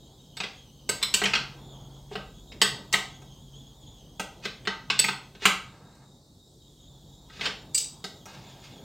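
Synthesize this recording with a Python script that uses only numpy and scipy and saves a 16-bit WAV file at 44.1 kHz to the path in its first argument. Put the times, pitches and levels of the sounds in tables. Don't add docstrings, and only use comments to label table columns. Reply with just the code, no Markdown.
import sys
import numpy as np
from scipy import signal
from scipy.fft import rfft, irfft
from scipy.io import wavfile
from scipy.ndimage import uniform_filter1d

SR = 44100
rng = np.random.default_rng(int(sys.argv[2]) if len(sys.argv) > 2 else 0)


def unload_audio(sound):
    columns = np.transpose(np.atleast_2d(sound))
    steps = np.round(np.clip(columns, -1, 1) * 32767)
    wavfile.write(sys.argv[1], SR, steps.astype(np.int16))


N = 389835


def gain_of(db):
    return 10 ** (np.asarray(db) / 20)


def evened(x):
    return x / np.sqrt(np.mean(x ** 2) + 1e-20)


def read(points, hz):
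    point_hz, value = np.transpose(points)
    return np.interp(np.log(hz + 1), np.log(point_hz + 1), value)


def follow(rows, t):
    s, *columns = np.transpose(rows)
    return [np.interp(t, s, column) for column in columns]


def add(mix, start_s, sound):
    part = mix[round(start_s * SR):][:len(sound)]
    part += sound[:len(part)]


def smooth_noise(count, size):
    return evened(uniform_filter1d(rng.standard_normal(count), size=size))


def highpass(x, cutoff_hz):
    return signal.sosfilt(signal.butter(2, cutoff_hz, "high", fs=SR, output="sos"), x)


def resonate(x, hz, width_hz):
    turn = np.exp(2j * np.pi * np.cumsum(hz * np.ones(len(x))) / SR)
    pole = np.exp(-np.pi * width_hz / SR)
    smoothed = signal.lfilter([1 - pole], [1, -pole], x / turn + 1e-18)
    return 2 * (turn * smoothed).real


def noise(spectrum, patchy_db):
    frames, hz = N // 256 + 5, np.fft.rfftfreq(1024, 1 / SR)
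    real, imag, patches = rng.standard_normal((frames, 513, 3)).T
    patches = uniform_filter1d(patches, size=12, axis=0)
    patches = evened(uniform_filter1d(patches, size=14, axis=1))
    level_db = read(spectrum, hz)[:, None] + patchy_db * patches
    z = (real + 1j * imag) * gain_of(level_db)
    return evened(signal.istft(z, nperseg=1024, noverlap=768)[1][:N])


# pitch_hz, relative level_db (per Hz)
AIR_SPECTRUM = [(41, -34), (70, -3.5), (136, -3.5), (230, -7), (435, -12), (864, -25), (2410, -50),
                (3180, -38), (3730, -21), (4680, -25.5), (7230, -27.5), (10200, -26.5), (15000, -31),
                (16400, -59)]
AIR_DB = -57.5


def quiet_air():
    return gain_of(AIR_DB) * noise(AIR_SPECTRUM, 1.8)


def wavering(hz, drift_hz):
    drift = smooth_noise(N, 9000)
    return 2 ** .5 * np.sin(2 * np.pi * (np.cumsum(hz + drift_hz * drift) / SR + rng.random()))


# pitch_hz, relative level_db (per Hz)
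TRAFFIC_SPECTRUM = [(62, -40), (75, -16), (100, -15.5), (120, -4.5), (190, -11.5), (409, -19), (900, -20.5),
                    (1500, -36.5), (2500, -44), (5500, -100)]
# time_s, traffic_db, throb_db (the engine's low tones)
ROAD_LEVELS = [(0.0, -57.5, -64), (0.8, -61, -62.5), (1.2, -48, -56), (1.6, -47.5, -58.5), (2.4, -57, -53),
               (2.75, -47.5, -59.5), (3.5, -57.5, -58), (4.6, -54.5, -60), (5.1, -54, -67),
               (5.55, -56.5, -58), (5.9, -57, -74.5), (6.4, -69, -73), (6.65, -65, -64), (7.5, -53.5, -58),
               (8.2, -52.5, -72), (8.6, -51.5, -63), (8.84, -52, -64)]
# start_s, length_s, level_db
DRONE_SPELLS = [(1.194, 1.1, -53), (2.62, 1.07, -57.5), (4.847, 0.38, -52), (8.298, 0.7, -70)]
IDLE_DB, DRONE_FADE_S = -63, 0.081
DRONE_HZ, THROB_HZ = 137.3, (41.7, 56.3)


def road():
    t = np.arange(N) / SR
    traffic_db, throb_db = follow(ROAD_LEVELS, t)
    traffic = gain_of(traffic_db) * noise(TRAFFIC_SPECTRUM, 2.4)
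    throb = gain_of(throb_db) * evened(sum(wavering(hz, 1.5) for hz in THROB_HZ))
    drone_gain = gain_of(IDLE_DB)
    for start_s, length_s, level_db in DRONE_SPELLS:
        to_edge_s = np.minimum(t - start_s, start_s + length_s - t)
        drone_gain = drone_gain + gain_of(level_db) * np.clip(to_edge_s / DRONE_FADE_S, 0, 1)
    return traffic + drone_gain * wavering(DRONE_HZ, .6) + throb


def whistle(hz, width_hz):
    return evened(resonate(resonate(rng.standard_normal(N), hz, width_hz), hz, width_hz))


# time_s, rasp_db, singer_db
INSECT_LEVELS = [(0.0, -65.5, -63), (0.7, -60, -73), (1.5, -60.5, -69), (2.1, -63, -71.5),
                 (2.6, -64.5, -56), (3.3, -63, -68), (4.1, -62, -74), (4.8, -64.5, -89), (5.5, -69, -66),
                 (5.8, -83, -67.5), (6.3, -83.5, -66.5), (6.95, -63.5, -63), (7.4, -64.5, -62),
                 (8.1, -68, -60), (8.84, -59.5, -78)]
RASP_HZ, CLIMB_HZ_PER_S = 3231, 22
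WANDER_HZ, WOBBLE_HZ = 60.2, 90
RASP_WIDTH_HZ = 330


def insects():
    t = np.arange(N) / SR
    rasp_db, singer_db = follow(INSECT_LEVELS, t)
    hz = RASP_HZ + CLIMB_HZ_PER_S * t
    hz = hz + WANDER_HZ * smooth_noise(N, 12000) + WOBBLE_HZ * smooth_noise(N, 2500)
    rasp_db = rasp_db + 3.3 * smooth_noise(N, 4000)
    rasp = whistle(hz, RASP_WIDTH_HZ) + gain_of(-5.5) * whistle(2 * hz, RASP_WIDTH_HZ)
    chirps = .6 + np.sin(2 * np.pi * 4.1 * t + 1.5 * np.sin(2 * np.pi * 1.2 * t))
    chirps = np.clip(chirps, .4, 1)
    singer = chirps * (whistle(3760, 150) + gain_of(-6) * whistle(7250, 350))
    flutter = 1 + 0.078 * np.sin(2 * np.pi * 27 * t + 3.5 * np.sin(2 * np.pi * 3.0 * t))
    whine = gain_of(-88) * whistle(8700, 60)
    return flutter * (gain_of(rasp_db) * rasp + gain_of(singer_db) * singer) + whine


# pitch_hz, t60_s
SHED_DECAY = [(150, .36), (600, 0.49), (2000, 0.37), (5000, 0.39), (10000, 0.3), (16000, 0.29)]


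def shed(x):
    size = SR // 2
    taps = np.zeros(size)
    at = np.arange(100, size - 12, 12)
    taps[at + rng.integers(0, 12, len(at))] = rng.choice([-1., 1.], len(at))
    t = np.arange(size) / SR
    hz, frame_s, z = signal.stft(taps, SR, nperseg=256)
    decay_db = -60 * frame_s / read(SHED_DECAY, hz)[:, None]
    tail = signal.istft(z * gain_of(decay_db), SR, nperseg=256)[1][:size]
    tail *= 1 + 1.71 / (1 + (t / .007) ** 3)
    return signal.fftconvolve(x, tail / np.linalg.norm(tail))[:N]


# start_s, length_s, first_db, last_db, centre_hz
SCRAPES_ON_WOOD = [(2.088, 0.053, -71, -46, 2700), (4.399, 0.057, -77, -32, 2680),
                   (5.391, 0.086, -59.5, -18.5, 2680), (5.702, 0.38, -58, -69, 790),
                   (7.282, 0.15, -62, -44.5, 2700), (7.407, 0.0617, -50, -25, 2700),
                   (8.255, 0.15, -49.5, -59.5, 795), (8.256, 0.41, -51.5, -64, 2970),
                   (8.618, 0.26, -51.5, -76, 3000), (8.718, 0.119, -54, -47.5, 288)]


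def scrape(length_s, first_db, last_db, centre_hz):
    db = np.linspace(first_db, last_db, round(length_s * SR))
    db = db + 2.5 * smooth_noise(len(db), 900)
    slips = rng.standard_normal(len(db)) * gain_of(2.5 * rng.exponential(1, len(db)))
    body = resonate(resonate(slips, centre_hz, 1.2 * centre_hz), centre_hz, 2.0 * centre_hz)
    return gain_of(db) * evened(body) * signal.windows.tukey(len(db), .15)


def ring(hz, modes, spread_db):
    t = np.arange(SR // 6)[:, None] / SR
    level_db, t60_s = np.transpose(modes)
    place, phase = rng.standard_normal(len(modes)), rng.random(len(modes))
    decaying_db = level_db + spread_db * place - 60 * t / t60_s
    tones = gain_of(decaying_db) * np.sin(2 * np.pi * (np.array(hz) * t + phase))
    return tones.sum(axis=1) * np.minimum(t[:, 0] / 0.00059, 1)


# start_s, crack_db, tick_db (bright), frame_db, bench_db (all relative)
KNOCKS_ON_WOOD = [(0.402, -30, -60, -37, -39), (0.435, -32, -54, -48, -37.5), (1.016, -41, -72, -43, -53),
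                  (1.217, -33.5, -70, -20.5, -33), (1.237, -23.5, -28, -40, -30),
                  (1.255, -23, -57, -37, -46), (1.335, -21, -40.5, -52, -42), (1.352, -23, -60, -22, -35),
                  (2.114, -57, -60, -57, -39), (2.154, -35.5, -49, -29.5, -36.5),
                  (2.519, -47, -69, -72, -55.5), (2.938, -19.5, -25, -21, -31.5),
                  (3.218, -61, -57, -58, -52), (4.453, -30.5, -44, -39, -38), (4.652, -42.5, -52, -59, -60),
                  (4.6725, -27.5, -64.5, -22, -33), (4.9005, -21.5, -81, -32.5, -37),
                  (5.0415, -25, -29, -28, -39.5), (5.0845, -26, -37.5, -26.5, -33),
                  (5.35, -51, -74.5, -57.5, -50.5), (5.421, -40.5, -56, -41.5, -45),
                  (5.454, -13, -17, -14, -27.5), (5.95, -68, -60.5, -60.5, -73),
                  (7.299, -58, -77, -49.5, -69), (7.393, -48, -64, -44, -46),
                  (7.41, -30.5, -48, -43, -45.5), (7.437, -45, -61, -36, -40.5),
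                  (7.455, -28, -50, -35, -49), (7.4655, -31.5, -53, -34, -37),
                  (8.256, -49.5, -44.5, -57, -47)]
FRAME_HZ = [904, 1082, 1260, 1490, 1560, 1955, 2200]
# relative level_db, t60_s
FRAME_MODES = [(-4, .045), (-6, .025), (-1.5, .055), (-7, .03), (-1, .07), (1, .045), (-4, .025)]
BENCH_MODE_HZ = [194, 290, 430, 620, 770]
# relative level_db, t60_s
BENCH_MODES = [(-1.5, 0.16), (-1.5, 0.028), (6, 0.037), (2, 0.021), (4, 0.039)]
KNOCK_HZ, KNOCK_MS = 2653, 2.6


def knock(crack_db, tick_db, frame_db, bench_db, crack_hz, contact_ms):
    u = 1000 * np.arange(2048) / SR / max(contact_ms, .1)
    chatter = rfft(rng.standard_normal(len(u)) * np.exp(-u))
    chatter = irfft(chatter / abs(chatter) ** 0.26)
    chatter *= np.exp(-.3 * u) * np.minimum(2.3 * u, 1)
    crack = chatter
    for width_hz in (3000, 4000, 7000):
        crack = resonate(crack, crack_hz, width_hz)
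    crack = highpass(crack, 0.27 * crack_hz)
    tick = highpass(resonate(chatter, 5800, 5200), 4200)
    out = gain_of(frame_db) * ring(FRAME_HZ, FRAME_MODES, 1.5)
    out += gain_of(bench_db) * ring(BENCH_MODE_HZ, BENCH_MODES, 1.8)
    add(out, 0, 26 * gain_of(crack_db) * crack / np.linalg.norm(crack))
    add(out, 0, 28 * gain_of(tick_db) * tick / np.linalg.norm(tick))
    return out


# start_s, crack_db, tick_db, frame_db, bench_db, wrench (which rings), ring_db
CLINKS_OF_STEEL = [(0.369, -39, -48, -45.5, -48, "long", -30.5),
                   (0.8915, -27.5, -26, -27, -34, "long", -16.5),
                   (1.027, -22.5, -30, -38, -45, "long", -17),
                   (1.1395, -21, -19.5, -28, -40, "long", -12.5),
                   (2.6158, -16, -19.5, -18.5, -27, "long", -12), (2.927, -35, -25, -30, -58, "long", -17),
                   (4.196, -32, -31.5, -31, -34, "long", -33.5),
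                   (4.991, -27, -25.5, -32, -40.5, "long", -9.5), (7.746, -72, -29, -52, -55, "short", -11),
                   (7.7775, -42, -25, -63, -68, "short", -19), (7.8, -57, -38, -70, -53.5, "short", -24),
                   (7.841, -53, -49, -65, -67, "short", -31),
                   (8.041, -36.5, -39, -38.5, -37.5, "short", -46)]
LONG_WRENCH_HZ = [2200, 2700, 3570, 4440, 4690, 5300, 6650, 7950, 8840, 10250, 12070]
# relative level_db, t60_s
LONG_WRENCH_MODES = [(-6, .016), (-3, .02), (-6, .015), (-3, .02), (-4, .018), (-2, .012), (-10, .015),
                     (0, .028), (-8, .015), (-10, .015), (-2, .025)]
SHORT_WRENCH_HZ = [2310, 2775, 4124, 4720, 5110, 5650, 6255, 6800, 7250, 7850, 8030, 8880, 9770, 10200,
                   13000, 14920]
# relative level_db, t60_s
SHORT_WRENCH_MODES = [(-20, .03), (-20, .03), (-16, .025), (-10, .05), (-10, .02), (-12, .012), (-10, .015),
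                      (-8, .015), (-7, .02), (-4, .03), (0, .055), (-14, .015), (-8, .02), (-12, .03),
                      (-12, .06), (-15, .05)]
LONG_CRACK_HZ, SHORT_CRACK_HZ, CLINK_MS = 3550, 4560, 3.26


def clink(crack_db, tick_db, frame_db, bench_db, wrench, ring_db):
    if wrench == "long":
        crack_hz, steel = LONG_CRACK_HZ, ring(LONG_WRENCH_HZ, LONG_WRENCH_MODES, 2.5)
    else:
        crack_hz, steel = SHORT_CRACK_HZ, ring(SHORT_WRENCH_HZ, SHORT_WRENCH_MODES, 1.4)
    contact = knock(crack_db, tick_db, frame_db, bench_db, crack_hz, CLINK_MS)
    return contact + gain_of(ring_db) * steel


def bench_work():
    groups = np.zeros((6, N))
    for k, (start_s, *blow) in enumerate(KNOCKS_ON_WOOD):
        add(groups[k % len(groups)], start_s, knock(*blow, KNOCK_HZ, KNOCK_MS))
    for k, (start_s, *blow) in enumerate(CLINKS_OF_STEEL):
        add(groups[k % len(groups)], start_s, clink(*blow))
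    for start_s, *stroke in SCRAPES_ON_WOOD:
        add(groups[0], start_s, scrape(*stroke))
    work = sum(gain_of(-5.5) * group + shed(group) for group in groups)
    return highpass(work, 130)


def scene():
    mono = quiet_air() + road() + insects() + bench_work()
    return np.array([mono, mono])


# pitch_hz, level_db
CAPSULE_RESPONSE = [(60, 1.5), (1000, -1), (5000, 1), (8800, -2), (9600, -14), (12000, -12.5),
                    (16000, -9.5)]
# time_s, level_db
TREBLE_HISS = [(0.0, -72), (1.5, -68.5), (5.4, -72), (6.0, -78), (7.0, -72), (8.84, -66)]
# pitch_hz, side_minus_mid_db
CHANNEL_DIFFERENCE = [(60, -25), (240, -25), (950, -30), (3770, -26), (9000, -24), (15000, -17)]
# pitch_hz, relative level_db (per Hz)
SIDE_HISS_SPECTRUM = [(18, -47), (30, -15), (140, -16), (2420, -24), (3400, -17.5), (4780, -16),
                      (15500, -31.5)]
EDGE_HZ = 16050


def record(dry):
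    hz = np.linspace(0, SR / 2, 257)
    doubled = signal.firwin2(511, hz, gain_of(2 * read(CAPSULE_RESPONSE, hz)), fs=SR)
    capsule = signal.minimum_phase(doubled)
    hiss = evened(highpass(rng.standard_normal(N), 11000))
    hiss_db = follow(TREBLE_HISS, np.arange(N) / SR)[0]
    mid = signal.oaconvolve(dry[0], capsule)[:N] + gain_of(hiss_db) * hiss
    side_hz, _, z = signal.stft(mid, SR, nperseg=1024)
    random_phase = np.exp(2j * np.pi * rng.random(z.shape))
    scattered = z * gain_of(read(CHANNEL_DIFFERENCE, side_hz))[:, None] * random_phase
    side = signal.istft(scattered, nperseg=1024)[1][:N]
    side = side + gain_of(-72.5) * noise(SIDE_HISS_SPECTRUM, 1.5)
    both = np.array([mid + side, mid - side])
    band_limit = signal.firwin(161, EDGE_HZ, window=("kaiser", 9), fs=SR)
    return signal.oaconvolve(both, band_limit[None], "same")


dry = scene()
out = record(dry)
unload_audio(out)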